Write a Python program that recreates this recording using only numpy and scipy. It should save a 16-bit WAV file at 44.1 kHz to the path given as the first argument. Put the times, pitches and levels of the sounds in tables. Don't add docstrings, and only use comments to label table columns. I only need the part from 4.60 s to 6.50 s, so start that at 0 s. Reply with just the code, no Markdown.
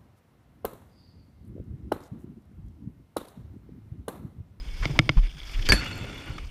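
import sys
import numpy as np
from scipy import signal
from scipy.io import wavfile
from scipy.ndimage import uniform_filter1d

SR = 44100
rng = np.random.default_rng(int(sys.argv[2]) if len(sys.argv) > 2 else 0)


def put_to_file(sound):
    columns = np.atleast_2d(sound).T
    safe = np.clip(columns, -1, 1)
    whole_steps = np.round(safe * 32767)
    wavfile.write(sys.argv[1], SR, whole_steps.astype(np.int16))


def convert_level_to_amplitude(level_db):
    exponent = np.asarray(level_db, float) / 20
    return 10 ** exponent


N = 83790
LANDED_S = 1.12


def rms_one(x):
    return x / np.sqrt(np.mean(x ** 2) + 1e-20)


def in_time(rows):
    s, *columns = np.transpose(rows)
    return [np.interp(np.arange(N) / SR, s, column) for column in columns]


def drift(rate_hz):
    r = np.exp(-2 * np.pi * rate_hz / SR)
    wander = signal.lfilter([1], [1, -2 * r, r * r], rng.standard_normal(N + SR))
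    return rms_one(wander[SR:])


def ring(clicks, hz, t60):
    r = convert_level_to_amplitude(-60 / (t60 * SR))
    w = 2 * np.pi * hz / SR
    return signal.lfilter([0, np.sin(w)], [1, -2 * r * np.cos(w), r * r], clicks + 1e-18)


def struck(clicks, modes):
    return sum(convert_level_to_amplitude(db) * ring(clicks, hz, t60) * (-1) ** k for k, (hz, db, t60) in enumerate(modes))


def at(times, gains):
    out = np.zeros(N)
    samples = (np.asarray(times) * SR).astype(int)
    np.add.at(out, np.clip(samples, 0, N - 1), gains)
    return out


def grit(rate, spread_db):
    happens = rng.random(N) < rate / SR
    size = convert_level_to_amplitude(spread_db * np.minimum(rng.exponential(1, N), 4))
    return happens * size * rng.choice([-1, 1], N)


def cavity(x):
    # (frequency [Hz], width [Hz], level [dB])
    resonances = [(2260, 250, 7), (3240, 1080, 5), (3937, 800, -9.5), (5020, 1460, 3.5), (6130, 100, -2.5),
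                  (8600, 180, -44)]
    for hz, width_hz, db in resonances:
        x = x + (convert_level_to_amplitude(db) - 1) * signal.lfilter(*signal.iirpeak(hz, hz / width_hz, SR), x)
    return x


def sealed(x):
    return signal.sosfilt(signal.butter(3, 6180, fs=SR, output="sos"), x)


def coloured(source, spectrum, patchy_db):
    hz, db = np.transpose(spectrum)
    count = int(3 * np.log2(hz[-1] / hz[0])) + 2
    edges = np.geomspace(hz[0], min(hz[-1], 20000), count)
    together = drift(47)
    sources = source, np.roll(source, N // 3)
    out = 0
    for k, (low, high) in enumerate(zip(edges, edges[1:])):
        bandpass = signal.butter(2, [low, high], "band", fs=SR, output="sos")
        band = signal.sosfilt(bandpass, sources[k % 2])
        level_db = np.interp(np.log(low * high) / 2, np.log(hz), db)
        flicker_db = patchy_db * (0.93 * together + drift(30.0))
        out = out + band * convert_level_to_amplitude(level_db + flicker_db)
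    return rms_one(out)


def electronics():
    # (frequency [Hz], density [dB per Hz])
    floor_colour = [(300, -22), (476, -13), (900, -8.5), (5040, -12.5), (8000, -28), (15500, -30)]
    # (frequency [Hz], level [dB])
    whines = [(8781, -69), (14690, -73)]
    t = np.arange(N) / SR
    tones = sum(convert_level_to_amplitude(db + 2 * drift(30)) * np.sin(2 * np.pi * hz * t) for hz, db in whines)
    noise = rms_one(cavity(coloured(rng.standard_normal(N), floor_colour, patchy_db=2.5)))
    return convert_level_to_amplitude(-59.5 + 5) * noise + tones


def rolling():
    # (time [s], hiss level [dB], rumble level [dB])
    roll = [(0, -55, -55), (.19, -45, -56), (.24, -43, -44.5), (.36, -47, -42), (.45, -54.5, -45.5),
            (.6, -52.5, -51), (.72, -57.5, -60), (.9, -44, -59), (1.05, -43, -46.5), (1.17, -39.5, -42),
            (1.28, -37.5, -43.5), (1.45, -42.5, -42.5), (1.57, -42, -48), (1.69, -47, -48.5),
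            (1.76, -48, -46), (1.9, -67, -61.5)]
    # (frequency [Hz], density [dB per Hz])
    hiss_colour = [(500, 0.5), (1500, 1), (2700, -4), (3900, -7.5), (9000, -17.5), (14000, -66)]
    # (frequency [Hz], density [dB per Hz])
    rumble_colour = [(60, -9), (102, -2.5), (145, -8), (314, -9.5), (505, -20), (1000, -29)]
    # (frequency [Hz], density [dB per Hz])
    air_colour = [(500, -13), (1500, -7.5), (2300, -12), (5000, -10.5), (9000, -25.5), (14000, -24)]
    # (frequency [Hz], level [dB])
    singing = [(1450, -5.5), (2150, -9.5), (2650, 0), (2850, -2.5), (3450, -2.5), (4330, -8), (7400, -16)]
    # (frequency [Hz], level [dB], t60 [s])
    humming = [(3460, -11, .1), (5050, -12.5, 0.062), (2220, -12.5, 0.074)]

    hiss_db, rumble_db = in_time(roll)
    landed = np.clip((np.arange(N) / SR - LANDED_S) / 0.027, 0, 1)

    stones = rms_one(grit(900, spread_db=1.5))
    tyre_source = rng.standard_normal(N) + 0.92 * stones
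    tyre = rms_one(cavity(coloured(tyre_source, hiss_colour, patchy_db=-0.5)))
    sing = sum(convert_level_to_amplitude(db + 4.6 * drift(9.6)) * rms_one(ring(stones, hz, 0.037)) for hz, db in singing)

    air = rms_one(cavity(coloured(rng.standard_normal(N), air_colour, patchy_db=1.5)))
    for hz, db, t60 in humming:
        air = air + convert_level_to_amplitude(db + 3.3 * drift(8)) * rms_one(ring(rng.standard_normal(N), hz, t60))

    hiss = landed * (tyre + convert_level_to_amplitude(-6) * sing) + (1 - landed) * convert_level_to_amplitude(0.5) * air
    rumble = coloured(rng.standard_normal(N), rumble_colour, patchy_db=1.0)
    return convert_level_to_amplitude(hiss_db - 5.0) * hiss + convert_level_to_amplitude(rumble_db + 3.5) * rumble


def shaking():
    # (time [s], level [dB])
    shake = [(0, -35), (.15, -33), (.25, -41), (.35, -33), (.45, -40), (.7, -43), (.9, -40), (1.05, -40),
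             (1.17, -36), (1.24, -44), (1.32, -52), (1.42, -42), (1.62, -52), (1.72, -41), (1.9, -35)]
    # (time [s], level [dB], pitch [Hz], t60 [s])
    lurches = [(.567, -7.5, 35, .11), (.627, -17, 34, .1), (.941, -20, 31, .28), (1.047, -19, 22, .18),
               (.2, -21, 38, .1), (1.119, -23, 190, .07), (.296, -22, 140, .07), (1.285, -32, 100, .2),
               (1.697, -30, 70, .08), (.577, -27, 105, .04), (.565, -23, 155, .05), (.988, -27, 90, .06),
               (1.092, -19, 90, .06), (1.101, -17, 48, .16), (.75, -40, 143, .07), (1.69, -34, 130, .07),
               (1.19, -30, 65, .05), (1.4, -34, 125, .2), (.215, -30, 113, .05), (.43, -32, 130, .1)]
    lurch_signs = [1, 1, -1, -1, -1, -1, 1, 1, -1, 1, 1, -1, -1, -1, 1, 1, -1, 1, 1, 1]
    t = np.arange(N) / SR
    bass = signal.butter(2, [22, 52], "band", fs=SR, output="sos")
    sway = signal.sosfilt(bass, rng.standard_normal(N + SR))[SR:]
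    out = convert_level_to_amplitude(in_time(shake)[0]) * sway / np.sqrt(uniform_filter1d(sway ** 2, size=5000))
    for (s, db, hz, t60), sign in zip(lurches, lurch_signs):
        age = np.maximum(t - s, 0) * np.log(1000) / t60
        out += sign * convert_level_to_amplitude(db) * age * np.exp(1 - age) * np.sin(2 * np.pi * hz * (t - s))
    return out


def scuffs():
    # (time [s], length [s], level [dB], brightness [Hz])
    drags = [(0, 0.0024, -64, 920), (0.222, 0.028, -35.5, 1480), (0.292, 0.022, -37, 330),
             (0.349, 0.015, -42.5, 1150), (0.566, 0.021, -41, 1270), (0.627, 0.042, -48, 2500),
             (1.78, 0.0022, -29.5, 1750), (.93, 0.028, -42.5, 3260), (0.99, 0.0057, -36, 2500),
             (1.02, 0.0072, -38.5, 3930), (1.051, 0.018, -34.5, 4200), (1.066, 0.018, -38.5, 2500),
             (1.203, 0.038, -36, 2020), (1.24, 0.029, -44, 3160), (1.257, 0.0059, -34.5, 1710),
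             (1.093, 0.015, -27.5, 490), (1.119, 0.023, -28, 370), (1.438, 0.0096, -39, 446),
             (0.228, 0.0081, -38, 404), (0.359, 0.015, -39.5, 345), (1.656, 0.059, -46.5, 1610)]
    t = np.arange(N) / SR
    fibres = rms_one(grit(2500, spread_db=3.0))
    source = sealed(cavity(rng.standard_normal(N) + 0.5 * fibres))
    out = 0
    for s, length, db, hz in drags:
        shape = np.clip((t - s) / 0.005, 0, 1) * np.exp(-np.maximum(t - s - length, 0) / 0.004)
        bandpass = signal.butter(1, [hz / 1.58, hz], "band", fs=SR, output="sos")
        out = out + convert_level_to_amplitude(db) * shape * rms_one(signal.sosfilt(bandpass, source))
    return out


def ping():
    return ring(at([0], convert_level_to_amplitude(-43)), 5010, 0.07)


def knocks():
    # (time [s], peak level [dB], thump level [dB])
    blows = [
        (0.2545, -10, -7.5),
        (0.39, 1.5, -9),
        (0.492, -4, -9.5),
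        (.816, -35, -24),
        (0.895, -31, -24),
    ]
    # (frequency [Hz], level [dB], t60 [s])
    housing = [(656, -6, 0.012), (344, -9, 0.018), (1150, -10.5, 0.023), (1358, -6.5, 0.024),
               (2149, 1, 0.017), (2383, -4, 0.0078), (2266, -32.5, 0.094), (2930, -4.5, 0.011),
               (3240, -11.5, 0.018), (3690, -6.5, 0.014), (4680, -12.5, 0.0061), (4990, -8, 0.0099),
               (6140, -12, 0.0076), (7300, -29, 0.0088)]
    # (frequency [Hz], level [dB], t60 [s])
    mount = [(138, -2, 0.078), (312, -8, 0.046), (112, -16.5, 0.25)]
    crack_db, crack_t60_s = -5, 0.015
    thump_lag_s, thump_soft_hz = 0.00442, 474
    s, db, thump_db = np.transpose(blows)

    crack_fall = convert_level_to_amplitude(-60 / (crack_t60_s * SR))
    dying = signal.lfilter([1], [1, -crack_fall], at(s, convert_level_to_amplitude(db + crack_db)))
    crack_band = signal.butter(1, [400, 2500], "band", fs=SR)
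    crack = cavity(signal.lfilter(*crack_band, dying * rng.standard_normal(N)))

    hard = at(s, convert_level_to_amplitude(db - 7.0)) + at(s + 0.00044, convert_level_to_amplitude(db - 20.0))
    shell = sealed(sealed(struck(hard, housing) + crack))
    push = at(s + thump_lag_s, -convert_level_to_amplitude(db + thump_db))
    soft = signal.lfilter(*signal.butter(2, thump_soft_hz, fs=SR), push)
    snap = ring(at(s + 0.0001, convert_level_to_amplitude(2 * db - 41)), 17000, 0.00074)
    return shell + struck(soft, mount) + snap


def freewheel():
    # (time [s], peak level [dB])
    pawl_ticks = [(1.246, -52), (1.262, -52.5), (1.2826, -56), (1.2986, -54), (1.3166, -54), (1.337, -56),
                  (1.356, -54), (1.378, -53), (1.3969, -56), (1.4153, -60), (1.4348, -57), (1.4524, -57),
                  (1.546, -56), (1.5635, -62), (1.581, -56.5), (1.6009, -61), (1.6209, -62), (1.6403, -63),
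                  (1.6598, -60), (1.6792, -63), (1.6976, -61), (1.7346, -61), (1.78, -62), (1.8145, -61),
                  (1.8558, -62)]
    # (frequency [Hz], level [dB], t60 [s])
    pawl_modes = [(5300, -6, .008), (10400, -4, .008), (11400, -2, .01), (12300, 0, .008),
                  (13200, -3, .008)]
    # (time [s], rate [links per s], level [dB])
    chain = [
        (.62, 90, -52),
        (.7, 92, -42),
        (.82, 95, -38),
        (.9, 100, -43),
        (.96, 100, -52),
    ]
    chain_hz, chain_t60_s = 3370, 0.0083
    s, db = np.transpose(pawl_ticks)
    pawl = at(s, convert_level_to_amplitude(db - 14))
    ticks = 0
    for hz, level, t60 in pawl_modes:
        uneven = pawl * convert_level_to_amplitude(level + rng.normal(0, 4, N))
        ticks = ticks + ring(ring(uneven, hz, t60), hz, 0.002)

    rate, chain_db = in_time(chain)
    links_passed = np.cumsum(rate * (1 + 0.04 * drift(30))) / SR
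    in_flight = np.arange(N) <= LANDED_S * SR
    links = in_flight * (np.diff(np.floor(links_passed), prepend=0) > 0)
    link_clicks = links * convert_level_to_amplitude(chain_db - 20.0 + rng.normal(0, 4.5, N))
    return ticks + ring(ring(link_clicks, chain_hz, chain_t60_s), chain_hz, 0.0026)


def clanks():
    # (time [s], peak level [dB], damped after [s])
    touches = [
        (1.0875, -13, .023),
        (1.12, -9.5, .088),
    ]
    # (frequency [Hz], level [dB], t60 [s])
    loaded = [(1675, -2, 0.4), (1490, -4, .04), (3186, -3, 0.025), (3467, -12, 0.06), (4649, -1, 0.35),
              (4520, -4, 0.25), (4880, -5, .025), (6270, -17, .1), (8463, -12, 0.05), (9900, -13, .015),
              (11740, -21, 0.08), (12100, -18, .02)]
    # (frequency [Hz], level [dB], t60 [s])
    free = [(1642, 1, 0.1), (1750, 6, 0.063), (2240, 8.5, 0.024), (2557, -9.5, 0.096), (2810, 0, 0.029),
            (3440, -9.5, 0.06), (4355, -1, 0.15), (4425, -12, 0.48), (5070, 0, 0.02), (6240, -19, 0.077),
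            (7520, -20, 0.18), (8150, -3, 0.017), (9770, -14, 0.068), (11530, -26, 0.28)]
    # (time [s], level [dB])
    retouches = [
        [(1.097, -1.5), (1.103, -4.5), (1.107, -12)],
        [(1.134, -7.5), (1.141, -9), (1.156, -21), (1.167, -28)],
    ]
    # (frequency [Hz], density [dB per Hz])
    crash_colour = [(100, -8), (250, -12.5), (900, -30), (1700, -15.5), (4000, -30), (5300, -27.5),
                    (8000, -35), (15500, -46)]
    contact_s, wobble_db, shimmer_hz, soft_t60_s = 0.0025, 3, 8000, 0.15
    rattle_per_s, rattle_db, rattle_t60_s = 500, -32, 0.1
    crash_db, crash_t60_s = -3.5, 0.037

    t, out = np.arange(N) / SR, 0
    crash = coloured(rng.standard_normal(N), crash_colour, patchy_db=1.0)
    for (s, db, damped_s), modes, again in zip(touches, (loaded, free), retouches):
        after = np.maximum(t - s, 0)
        contact = after / contact_s * np.exp(1 - after / contact_s * 2)
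        grinding = convert_level_to_amplitude(-34) * contact * rng.standard_normal(N)
        rattle_level = (t > s) * convert_level_to_amplitude(rattle_db - 60 * after / rattle_t60_s)
        rattle = rattle_level * grit(rattle_per_s, spread_db=3)
        hits = at([s + contact_s / 2], 0.85) + grinding + rattle
        again_s, again_db = np.transpose(again)

        body = 0
        for hz, level, t60 in modes:
            wobble = wobble_db * max(1, hz / shimmer_hz) * drift(68)
            again_gain = convert_level_to_amplitude(again_db + rng.normal(0, 4, len(again))) * rng.choice([-1, 1], len(again))
            all_hits = hits + min(1, t60 / soft_t60_s) * at(again_s, again_gain)
            twin_hz = hz * (1 + rng.choice([-1, 1]) * 0.02)
            pair = ring(all_hits, hz, t60) + 0.15 * ring(hits, twin_hz, t60 / 2)
            body = body + convert_level_to_amplitude(level - 8.5 + wobble) * pair
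        body = signal.lfilter(*signal.butter(2, 1300, "high", fs=SR), body)

        crash_fall = convert_level_to_amplitude(crash_db - 60 * after / crash_t60_s) + convert_level_to_amplitude(-19 - 60 * after / 0.37)
        body = body + np.clip(after / contact_s, 0, 1) * crash * crash_fall
        damping = 0.15 + 0.85 * np.exp(-np.maximum(after - damped_s, 0) / 0.002)
        out = out + convert_level_to_amplitude(db) * body * damping
    return out


def scene():
    body_and_air = electronics() + rolling() + shaking() + scuffs()
    bike = ping() + knocks() + freewheel() + clanks()
    return (body_and_air + bike)[None]


def roll_off(x):
    return signal.sosfilt(signal.butter(12, 15630, fs=SR, output="sos"), x)


def record(dry):
    top_cut = signal.cheby2(6, 35, 16000, fs=SR, output="sos")
    mix = signal.sosfilt(top_cut, np.clip(dry, -1, 1))
    return roll_off(mix)


dry = scene()
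out = record(dry)
put_to_file(out)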